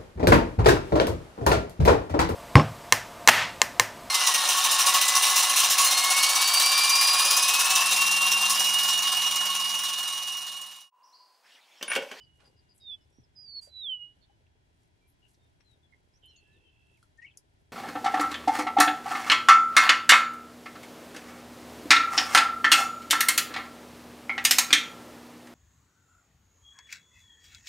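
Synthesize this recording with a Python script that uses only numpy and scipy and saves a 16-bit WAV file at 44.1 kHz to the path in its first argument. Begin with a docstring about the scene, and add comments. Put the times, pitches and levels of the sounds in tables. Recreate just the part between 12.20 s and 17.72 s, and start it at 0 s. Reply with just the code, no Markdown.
"""Quiet open grassland over a low rumble, thin hiss and a hand-guided camera's own faint whine.
At first a pulsing note (amplitude-modulated sine) dies away and a bird repeats high, warbled chips.
Then a near songbird slides through pure whistles (swept sines); other birds chip and whistle around it.
Later a far bird sings two falling phrases, a pulsed buzz sounds during the second, and a rising squawk
breaks into rasps. Handling knocks (damped sines) and rustles (filtered grains) recur; a modal click is last."""
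import sys
import numpy as np
from scipy import signal
from scipy.fft import rfft, irfft
from scipy.io import wavfile

SR = 44100
rng = np.random.default_rng(int(sys.argv[2]) if len(sys.argv) > 2 else 0)


def materialize(psi):
    """Save the field psi as 16-bit PCM at rate SR to the path in sys.argv[1].

    A 1-D psi becomes a single channel; in a 2-D psi each row is a channel.
    """
    bounded = np.clip(np.atleast_2d(psi).T, -1, 1)
    quanta = np.round(bounded * 32767).astype(np.int16)
    wavfile.write(sys.argv[1], SR, quanta)


N = 243431  # length in samples


def amp(db):
    """Decibel law: converts a level to an amplitude gain."""
    return 10 ** (np.asarray(db) / 20)


def unit(x):
    """Normalisation: scales a signal to an rms of 1."""
    return x / np.sqrt(np.mean(x ** 2) + 1e-30)


def read(points, hz):
    """Interpolation of (frequency, value) points on a logarithmic frequency axis."""
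    point_hz, value = np.transpose(points)
    return np.interp(np.log(hz + 1), np.log(point_hz + 1), value)


def coloured(x, db_at):
    """Spectral shaping: weights each frequency by the gain db_at(Hz), then scales to an rms of 1."""
    n = x.shape[-1]
    spectrum = rfft(x) * amp(db_at(np.fft.rfftfreq(n, 1 / SR)))
    return unit(irfft(spectrum, n))


def wander(n, per_s):
    """Random modulation: straight lines between normal random values, per_s of them a second."""
    return np.interp(np.arange(n) * per_s / SR, np.arange(4096), rng.standard_normal(4096))


def lowpass(x, edge_hz):
    """Band limiting: a steep linear-phase low-pass on both channels."""
    taps = signal.firwin(401, edge_hz, window=("kaiser", 8), fs=SR)
    return signal.oaconvolve(x, taps[None], "same")


def add(mix, s, sound, pan_db):
    """Intensity panning: adds a mono sound at s seconds, stronger on the left by pan_db."""
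    sides = amp([[pan_db / 2], [-pan_db / 2]])
    part = mix[:, max(round(s * SR), 0):][:, :len(sound)]
    part += sides / sides.mean() * sound[:part.shape[1]]


def curves(rows):
    """Control curves: returns the start time and each column interpolated at every sample."""
    s, *columns = np.transpose(rows)
    t = np.arange(s[0], s[-1], 1 / SR)
    return s[0], *(np.interp(t, s, c) for c in columns)


def tone(hz, db):
    """Phase accumulation: a sine whose pitch and rms level follow the given curves."""
    return np.sqrt(2) * amp(db) * np.sin(2 * np.pi * np.cumsum(hz) / SR)


def scatter(x, delay, t60):
    """Diffuse reflection: a delayed, decaying cloud of random echoes, independent in each ear."""
    t = np.arange(SR // 2) / SR
    taps = rng.standard_normal((2, len(t))) * amp(-60 * t / t60)
    taps /= np.linalg.norm(taps, axis=1, keepdims=True)  # unit energy
    wet = signal.oaconvolve(x.mean(0)[None], taps, axes=1)
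    return np.pad(wet, ((0, 0), (round(abs(delay) * SR), 0)))[:, :N]


def crackle(n, per_s):
    """Granular friction: random grains of uneven size over a soft hiss, all fluttering together."""
    size = amp(3.5 * np.minimum(rng.exponential(1, n), 3))
    grains = .2 + size * (rng.random(n) < per_s / SR)
    flutter = amp(3.5 * wander(n, 260))
    return rng.choice([-1, 1], n) * grains * flutter


def glide(length, hz, glide_hz, db, warble_hz=0):
    """Frequency modulation: a short sliding whistle, or a chip when its pitch warbles unevenly."""
    n = round(length * SR)
    turns = np.cumsum(90 * (1 + 0.33 * wander(n, 120))) / SR
    warble = 0.69 * np.sin(2 * np.pi * turns) + 0.4 * wander(n, 800)
    pitch = hz + glide_hz * np.linspace(-.5, .5, n) + warble_hz * warble
    dips_db = 6.6 * warble * (warble_hz > 0)  # a chip is loudest at the bottom of each warble
    return tone(pitch, db - dips_db) * signal.windows.tukey(n, .6)


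def scrape(length, centre_hz, octaves, db):
    """Band-limited friction: crackle around centre_hz that starts quickly and fades."""
    n = SR // 4
    t = np.arange(n) / SR
    hiss = coloured(crackle(n, 1400), lambda f: -4.4 * (np.log2((f + 1) / centre_hz) / octaves) ** 2)
    envelope = np.interp(t / length, [0, .16, 1], [0, 1, 0])
    return amp(db) * hiss * envelope


# Pitch and level curves of the near bird's three long slides.
# Columns: time_s, pitch_hz, level_db
SLIDES = [
    [(0.6, 3828, -75.5), (0.62, 3790, -61.5), (0.686, 3608, -43), (0.72, 3450, -39.5), (0.746, 3417, -43),
     (0.77, 3410, -74)],
    [(1.15, 5270, -74.5), (1.166, 4963, -56.5), (1.19, 4916, -50.5), (1.216, 4960, -53), (1.284, 4600, -50),
     (1.39, 4355, -39.5), (1.398, 4327, -42.5), (1.408, 4280, -62)],
    [(1.475, 4065, -75), (1.565, 3940, -44), (1.609, 3916, -42.5), (1.699, 3126, -33.5), (1.747, 2959, -34),
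     (1.787, 2910, -50.5), (1.825, 2895, -41.5), (1.919, 2921, -62.5), (1.95, 2894, -78.5)],
]
# a short, gently sinking note links the last two slides, and fades from its start
LINK_S, LINK_LENGTH_S, LINK_HZ, LINK_SAG_HZ_PER_S = 1.412, .105, 4760, 1500
LINK_DB, LINK_FADE_DB_PER_S = -47, 230


def near_song():
    """Pure-tone glides with diffuse reflection: echoes off the grass beat with the moving pitch."""
    out = np.zeros((2, N))
    for note in SLIDES:
        s, hz, db = curves(note)
        waver = 1 + .002 * wander(len(hz), 170)
        flutter_db = 1.3 * (hz / 4500) ** 2 * wander(len(hz), 220)  # deeper at high pitch
        voice = tone(hz * waver, db + flutter_db) * signal.windows.tukey(len(hz), .03)
        add(out, s, voice, pan_db=-6.7)
    t = np.arange(0, LINK_LENGTH_S, 1 / SR)
    link_hz = LINK_HZ - LINK_SAG_HZ_PER_S * t + 20 * wander(len(t), 170)
    link = tone(link_hz, LINK_DB - LINK_FADE_DB_PER_S * t)
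    add(out, LINK_S, link * signal.windows.tukey(len(t), .35), pan_db=-9.5)
    grass = amp(-15) * scatter(out, delay=.002, t60=.07)
    late_echo = amp(-39) * scatter(out, delay=.08, t60=1.2)
    return out + grass + late_echo


# the note sinks and fades together, both easing out over the same time constant
PULSED_LENGTH_S, PULSED_FADE_S, PULSES_PER_S = .55, .19, 33.8
PULSED_HZ, PULSED_SAG_HZ, PULSED_DB, PULSED_DROP_DB = 2986, 149.5, -56.5, 33.5


def pulsed_note():
    """Amplitude modulation: a sinking whistle throbs as it dies away to a faint trace."""
    out, t = np.zeros((2, N)), np.arange(0, PULSED_LENGTH_S, 1 / SR)
    spent = 1 - np.exp(-t / PULSED_FADE_S)
    hz = PULSED_HZ - PULSED_SAG_HZ * spent + 12 * wander(len(t), 150)
    db = PULSED_DB - PULSED_DROP_DB * spent + 2.1 * wander(len(t), 90)
    throb = 1 - .5 * np.cos(2 * np.pi * PULSES_PER_S * t)
    add(out, 0, tone(hz, db) * throb, pan_db=-6.0)
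    return out


# One bird's repeated high chip.
# Columns: start_s, pitch_hz, level_db
SERIES_CHIPS = [(.008, 4930, -71), (0.239, 4920, -68), (.36, 4970, -73), (0.483, 4960, -70),
                (.594, 4970, -69), (.703, 5150, -78.5), (.798, 5360, -81)]
SERIES_LENGTH_S, SERIES_FALL_HZ, SERIES_WARBLE_HZ = 0.057, 130, 240
# Single chips of other birds; pan is positive to the left.
# Columns: start_s, length_s, pitch_hz, glide_hz, level_db, pan_db
SINGLE_CHIPS = [(0.713, .043, 2710, -100, -72.5, -19), (1.032, .023, 5270, -430, -72.5, -13),
                (2.008, .05, 4400, 130, -72.5, -17), (2.015, .05, 3700, 100, -77, -12),
                (3.013, 0.074, 2923, -60, -71.5, 13), (3.72, 0.034, 2130, -71, -65, -14),
                (3.925, 0.068, 5730, 1401, -74.5, -8), (4.08, .04, 5720, 163, -76.5, 6)]
WARBLE_SHARE = 0.045  # warble depth of a single chip as a share of its pitch
# Two falling phrases of a far bird on the left.
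# Columns: start_s, length_s, pitch_hz, glide_hz, level_db
ANSWER_NOTES = [(3.433, .14, 3930, -640, -73), (3.623, 0.049, 3430, -190, -73.5),
                (4.068, 0.069, 4103, -134, -70), (4.167, 0.045, 4384, -170, -70.5),
                (4.301, 0.11, 3700, -850, -81), (4.432, 0.08, 3100, -160, -71.5)]
ANSWER_PAN_DB = 18
# Faint far whistles, and at 2.07 s a faint echo of the near song.
# Columns: start_s, length_s, pitch_hz, glide_hz, level_db
FAINT_WHISTLES = [(.746, .11, 2990, -245, -78), (0.907, .13, 5720, 390, -76.5),
                  (2.07, 0.097, 2993, -10, -83.5), (2.804, .09, 2342, 17, -78),
                  (3.175, .13, 3650, -62, -83.5), (4.241, .16, 1735, 140, -76.5)]


def far_birds():
    """Frequency-modulated chips and plain glides, placed left and right by intensity panning."""
    out = np.zeros((2, N))
    for s, hz, db in SERIES_CHIPS:
        chip = glide(SERIES_LENGTH_S, hz, -SERIES_FALL_HZ, db, SERIES_WARBLE_HZ)
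        add(out, s, chip, pan_db=6)
    for s, length, hz, glide_hz, db, pan_db in SINGLE_CHIPS:
        add(out, s, glide(length, hz, glide_hz, db, WARBLE_SHARE * hz), pan_db)
    for s, *note in ANSWER_NOTES:
        add(out, s, glide(*note), ANSWER_PAN_DB)
    for s, *note in FAINT_WHISTLES:
        add(out, s, glide(*note), pan_db=-4.5)
    return out


# the buzz starts loud, high and fast, and settles into a trill; pairs are (at the start, settled)
BUZZ_HZ, BUZZ_SWEEP_HZ, BUZZ_PER_S = (3081, 2906), (200, 405), (145, 65)
BUZZ_S, BUZZ_LENGTH_S, BUZZ_ATTACK_S, BUZZ_SETTLE_S = 4.018, .775, 0.023, .128
BUZZ_DB, BUZZ_ACCENT_DB, BUZZ_ACCENT_S = -73, 21.5, 0.11
# soon after its start it runs briefly clear
BUZZ_CLEAR_S, BUZZ_CLEAR_WIDTH_S = .072, .024
# it drops in from above, and drops away at the end
BUZZ_SCOOP_HZ, BUZZ_SCOOP_S, BUZZ_DROP_HZ, BUZZ_RELEASE_S = 454, 0.0082, 842, 0.03


def buzz():
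    """Joint pitch and amplitude modulation: each pulse starts high, dips and steps down, louder."""
    out, t = np.zeros((2, N)), np.arange(0, BUZZ_LENGTH_S, 1 / SR)
    settled = 1 - 1 / (1 + (t / BUZZ_SETTLE_S) ** 6)
    pairs = (BUZZ_HZ, BUZZ_SWEEP_HZ, BUZZ_PER_S)
    hz, sweep_hz, per_s = (start + (end - start) * settled for start, end in pairs)
    clear = np.exp(-((t - BUZZ_CLEAR_S) / BUZZ_CLEAR_WIDTH_S) ** 2)
    release = np.clip(1 - (BUZZ_LENGTH_S - t) / BUZZ_RELEASE_S, 0, 1)
    hz = hz + BUZZ_SCOOP_HZ * np.exp(-t / BUZZ_SCOOP_S) - BUZZ_DROP_HZ * release
    db = BUZZ_DB + BUZZ_ACCENT_DB * np.exp(-t / BUZZ_ACCENT_S) - 3 * clear - 9 * release
    cycle = np.cumsum(per_s * (1 + .04 * wander(len(t), 60))) / SR % 1  # position within a pulse
    fall = 1.6 / (1 + (cycle / .3) ** 8) - .6  # from 1 early in the pulse to -0.6
    dip = 1 - .55 * np.exp(-((cycle - .28) / .14) ** 2)
    pulses = unit(np.sin(np.pi * cycle) ** .7 * dip * amp(2 * wander(len(t), 300)))
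    pitch = hz + sweep_hz * (1 - .8 * clear) * fall + 30 * wander(len(t), 900)
    envelope = clear + (1 - clear) * pulses
    attack = np.minimum(t / BUZZ_ATTACK_S, 1) ** 2
    add(out, BUZZ_S, tone(pitch, db) * envelope * attack, pan_db=-6)
    return out


# Three loudness swells of the squawk.
# Columns: peak_s, level_db
SWELLS = [(4.996, -51.5), (5.03, -49), (5.054, -47.5)]
SQUAWK_S, SQUAWK_LENGTH_S, SWELL_WIDTH_S, SQUAWK_PAN_DB = 4.975, 0.113, 0.01, 6
SQUAWK_HZ, SQUAWK_CLIMB_HZ_PER_S, SQUAWK_LEAP_HZ, SQUAWK_LEAP_S = 1782, 2500, 250, 5.046
# Rasps of its upper voice.
# Columns: start_s, pitch_hz, level_db
UPPER_RASPS = [(5.013, 2770, -67.5), (5.058, 2934, -58.5), (5.077, 2715, -64.5), (5.1, 3305, -70.5),
               (5.13, 2660, -78)]
RASP_LENGTH_S, RASP_FALL_HZ, RASP_WARBLE_HZ = 0.0297, 200, 248


def squawk():
    """Growing random modulation: a clear note climbs, leaps and turns hoarse, with rasps above it."""
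    out, t = np.zeros((2, N)), np.arange(0, SQUAWK_LENGTH_S, 1 / SR)
    now = SQUAWK_S + t
    leap = .5 + .5 * np.tanh((now - SQUAWK_LEAP_S) / 0.0077)
    hz = SQUAWK_HZ + SQUAWK_CLIMB_HZ_PER_S * t + SQUAWK_LEAP_HZ * leap
    swells = sum(amp(db) * np.exp(-((now - s) / SWELL_WIDTH_S) ** 2) for s, db in SWELLS)
    hoarse = np.linspace(0, 1, len(t)) * wander(len(t), 650)
    add(out, SQUAWK_S, tone(hz + 100 * hoarse, 2 * hoarse) * swells, SQUAWK_PAN_DB)
    edge = scrape(length=0.063, centre_hz=5400, octaves=0.39, db=-71.5)  # dry edge above the swells
    add(out, 5.017, edge, pan_db=0)
    for s, rasp_hz, db in UPPER_RASPS:
        rasp = glide(RASP_LENGTH_S, rasp_hz, -RASP_FALL_HZ, db, RASP_WARBLE_HZ)
        add(out, s, rasp, SQUAWK_PAN_DB)
    return out


# Modes of the small hard part that clicks; levels are relative to one another.
# Columns: pitch_hz, level_db, t60_s
SNAP_MODES = [(5130, -29, .022), (4900, -19, .018), (5680, 4, 0.007), (6680, 5.5, 0.0097),
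              (7580, -6.5, 0.022), (9850, 10.5, 0.0058), (9960, -5, 0.0084), (10600, -32, .008),
              (12300, -29, .006)]
# Spectrum of the hiss that follows the click, as relative gain.
# Columns: frequency_hz, gain_db
SNAP_TAIL = [(4300, -20), (4900, 4.5), (6700, -2), (8300, -5), (9800, 2), (14000, -16)]


def click():
    """Modal ringing: a small hard part snaps and bounces once; the housing hisses briefly after it."""
    out, t = np.zeros((2, N)), np.arange(SR // 5) / SR
    ring = 0
    for k, (hz, db, t60) in enumerate(SNAP_MODES):
        # neighbouring modes swing in opposite directions, which spreads the snap over a moment
        ring = ring + (-1) ** k * amp(db - 60 * t / t60) * np.sin(2 * np.pi * hz * t)
    no_low_body = signal.butter(6, 4400, "highpass", fs=SR, output="sos")
    ring = signal.sosfilt(no_low_body, ring)
    add(out, 5.1729, amp(-47.5) * ring, pan_db=5)
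    add(out, 5.1751, amp(-49.5) * ring, pan_db=1)  # the bounce
    tail = coloured(rng.standard_normal((2, len(t))), lambda f: read(SNAP_TAIL, f))
    tail = tail * amp(-53 - 60 * t / 0.089)
    out[:, round(5.1745 * SR):][:, :len(t)] += tail
    return out


HISS_EDGE_HZ = 12100  # upper limit of the rustles and of the background noise
# Knocks on the camera body; level is the ring's amplitude before its onset and decay.
# Columns: start_s, ring_hz, level_db, t60_s, pan_db
BODY_KNOCKS = [(0.9851, 242, -41.5, 0.025, -10), (.997, 122, -49.5, 0.053, 14),
               (1.474, 599, -46, 0.027, -5), (2.097, 790, -58, 0.035, 24), (3.407, 5670, -59, 0.028, 17),
               (4.16, 6660, -60, 0.11, 15), (4.828, 1340, -47, 0.017, -5)]
# A hand rubs the housing; level is before the rise and fade.
# Columns: start_s, length_s, centre_hz, width_octaves, level_db, pan_db
HAND_RUSTLES = [(0.186, 0.11, 1240, 1.28, -65.5, -8), (0.212, 0.16, 300, 1.05, -67.5, 9),
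                (0.538, 0.1, 10100, 0.28, -73.5, 6), (1.41, 0.092, 7950, 0.44, -62.5, -3),
                (1.414, 0.11, 850, 4.4, -70, -9), (2.872, 0.067, 11700, 0.17, -70, 8),
                (3.073, 0.1, 9900, 1.3, -73.5, 1), (3.402, 0.025, 1390, 1.2, -68.5, 9),
                (4.33, 0.23, 370, .3, -75, -3)]
# Dry ticks of the housing; level is before the rise and fade.
# Columns: start_s, centre_hz, level_db
HOUSING_TICKS = [(.577, 8360, -62.5), (2.265, 2600, -72), (3.143, 5000, -68), (4.057, 10400, -66),
                 (4.16, 3900, -65.5), (4.826, 4200, -65), (4.826, 9300, -68), (4.973, 6200, -68.5)]
TICK_LENGTH_S, TICK_OCTAVES = 0.012, 0.35
BUMPS_PER_S, BUMPS_HZ, BUMPS_DB = 35, 360, -85.5  # soft random bumps of the grip


def handling():
    """Damped resonance and granular friction: knocks, rustles and ticks, with faint grains throughout."""
    knocks, rustles, t = np.zeros((2, N)), np.zeros((2, N)), np.arange(SR // 4) / SR
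    for s, hz, db, t60, pan_db in BODY_KNOCKS:
        ring = np.sin(2 * np.pi * hz * np.cumsum(1 + 0.026 * wander(len(t), 900)) / SR)
        onset = 1 - np.exp(-t / 0.0016)
        add(knocks, s, ring * amp(db - 60 * t / t60) * onset, pan_db)
    for s, length, centre_hz, octaves, db, pan_db in HAND_RUSTLES:
        add(rustles, s, scrape(length, centre_hz, octaves, db), pan_db)
    for s, centre_hz, db in HOUSING_TICKS:
        add(rustles, s, scrape(TICK_LENGTH_S, centre_hz, TICK_OCTAVES, db), pan_db=-1)
    ticking = crackle(N, 68) * amp(2.9 * wander(N, 7.7))
    ticking = coloured(ticking, lambda f: -3 * np.log2((f + 1) / 7000) ** 2)
    add(rustles, 0, amp(-86.5) * ticking, pan_db=0.5)
    bumps = rng.standard_normal(N) * (rng.random(N) < BUMPS_PER_S / SR)
    bumps = coloured(bumps, lambda f: -9 * np.log2((f + 1) / BUMPS_HZ) ** 2)
    add(knocks, 0, amp(BUMPS_DB) * bumps, pan_db=1.5)
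    out = knocks + lowpass(rustles, HISS_EDGE_HZ)
    return out + amp(-2.5) * scatter(out, delay=0.0014, t60=.07)


# Spectrum of the steady background, as relative gain.
# Columns: frequency_hz, gain_db
FLOOR_SPECTRUM = [(20, -15), (45, -5), (75, -0.5), (120, -2.5), (200, -14.5), (290, -13), (410, -15.5),
                  (495, -27.5), (600, -18), (800, -18), (1000, -19.5), (1150, -29), (1500, -23),
                  (2800, -26.5), (5500, -33), (11500, -46)]
FLOOR_DB = -67.5  # rms level before the slow swell, the low-pass and the slight lean to the left
# Left-right correlation of the background.
# Columns: frequency_hz, correlation
LIKENESS = [(100, 0.65), (370, 0.19), (750, -0.56), (1300, -0.45), (4200, 0.039)]
# Whine of the camera motor.
# Columns: pitch_hz, level_db
MOTOR_WHINE = [(80.5, -79), (608, -98), (3297, -91), (3920, -99)]


def background():
    """Partial coherence: shaped noise in part shared by both ears, under wavering motor tones."""
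    a, b = rfft(rng.standard_normal((2, N)))
    same = np.clip(read(LIKENESS, np.fft.rfftfreq(N, 1 / SR)), -1, 1)
    right = same * a + np.sqrt(1 - same ** 2) * b
    noise = irfft(np.array([a, right]), N)
    swell_db = .8 * wander(N, 11)
    air = amp(FLOOR_DB + swell_db) * coloured(noise, lambda f: read(FLOOR_SPECTRUM, f))
    lean = amp([[.4], [-.4]])  # dB, left and right
    whine = sum(tone(hz + 2.4 * wander(N, 23), db + 0.78 * wander(N, 13.0)) for hz, db in MOTOR_WHINE)
    return lowpass(air, HISS_EDGE_HZ) * lean + whine


def scene():
    """Superposition: all sources add, the farther birds more blurred by the grass than the near one."""
    far = far_birds() + buzz() + pulsed_note() + squawk()
    blur = amp(-7.5) * scatter(far, delay=.003, t60=0.14)
    return near_song() + far + blur + handling() + click() + background()


def record(dry):
    """Band limiting: the camera passes little above 14.9 kHz."""
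    return lowpass(dry, 14900)


dry = scene()
out = record(dry)
materialize(out)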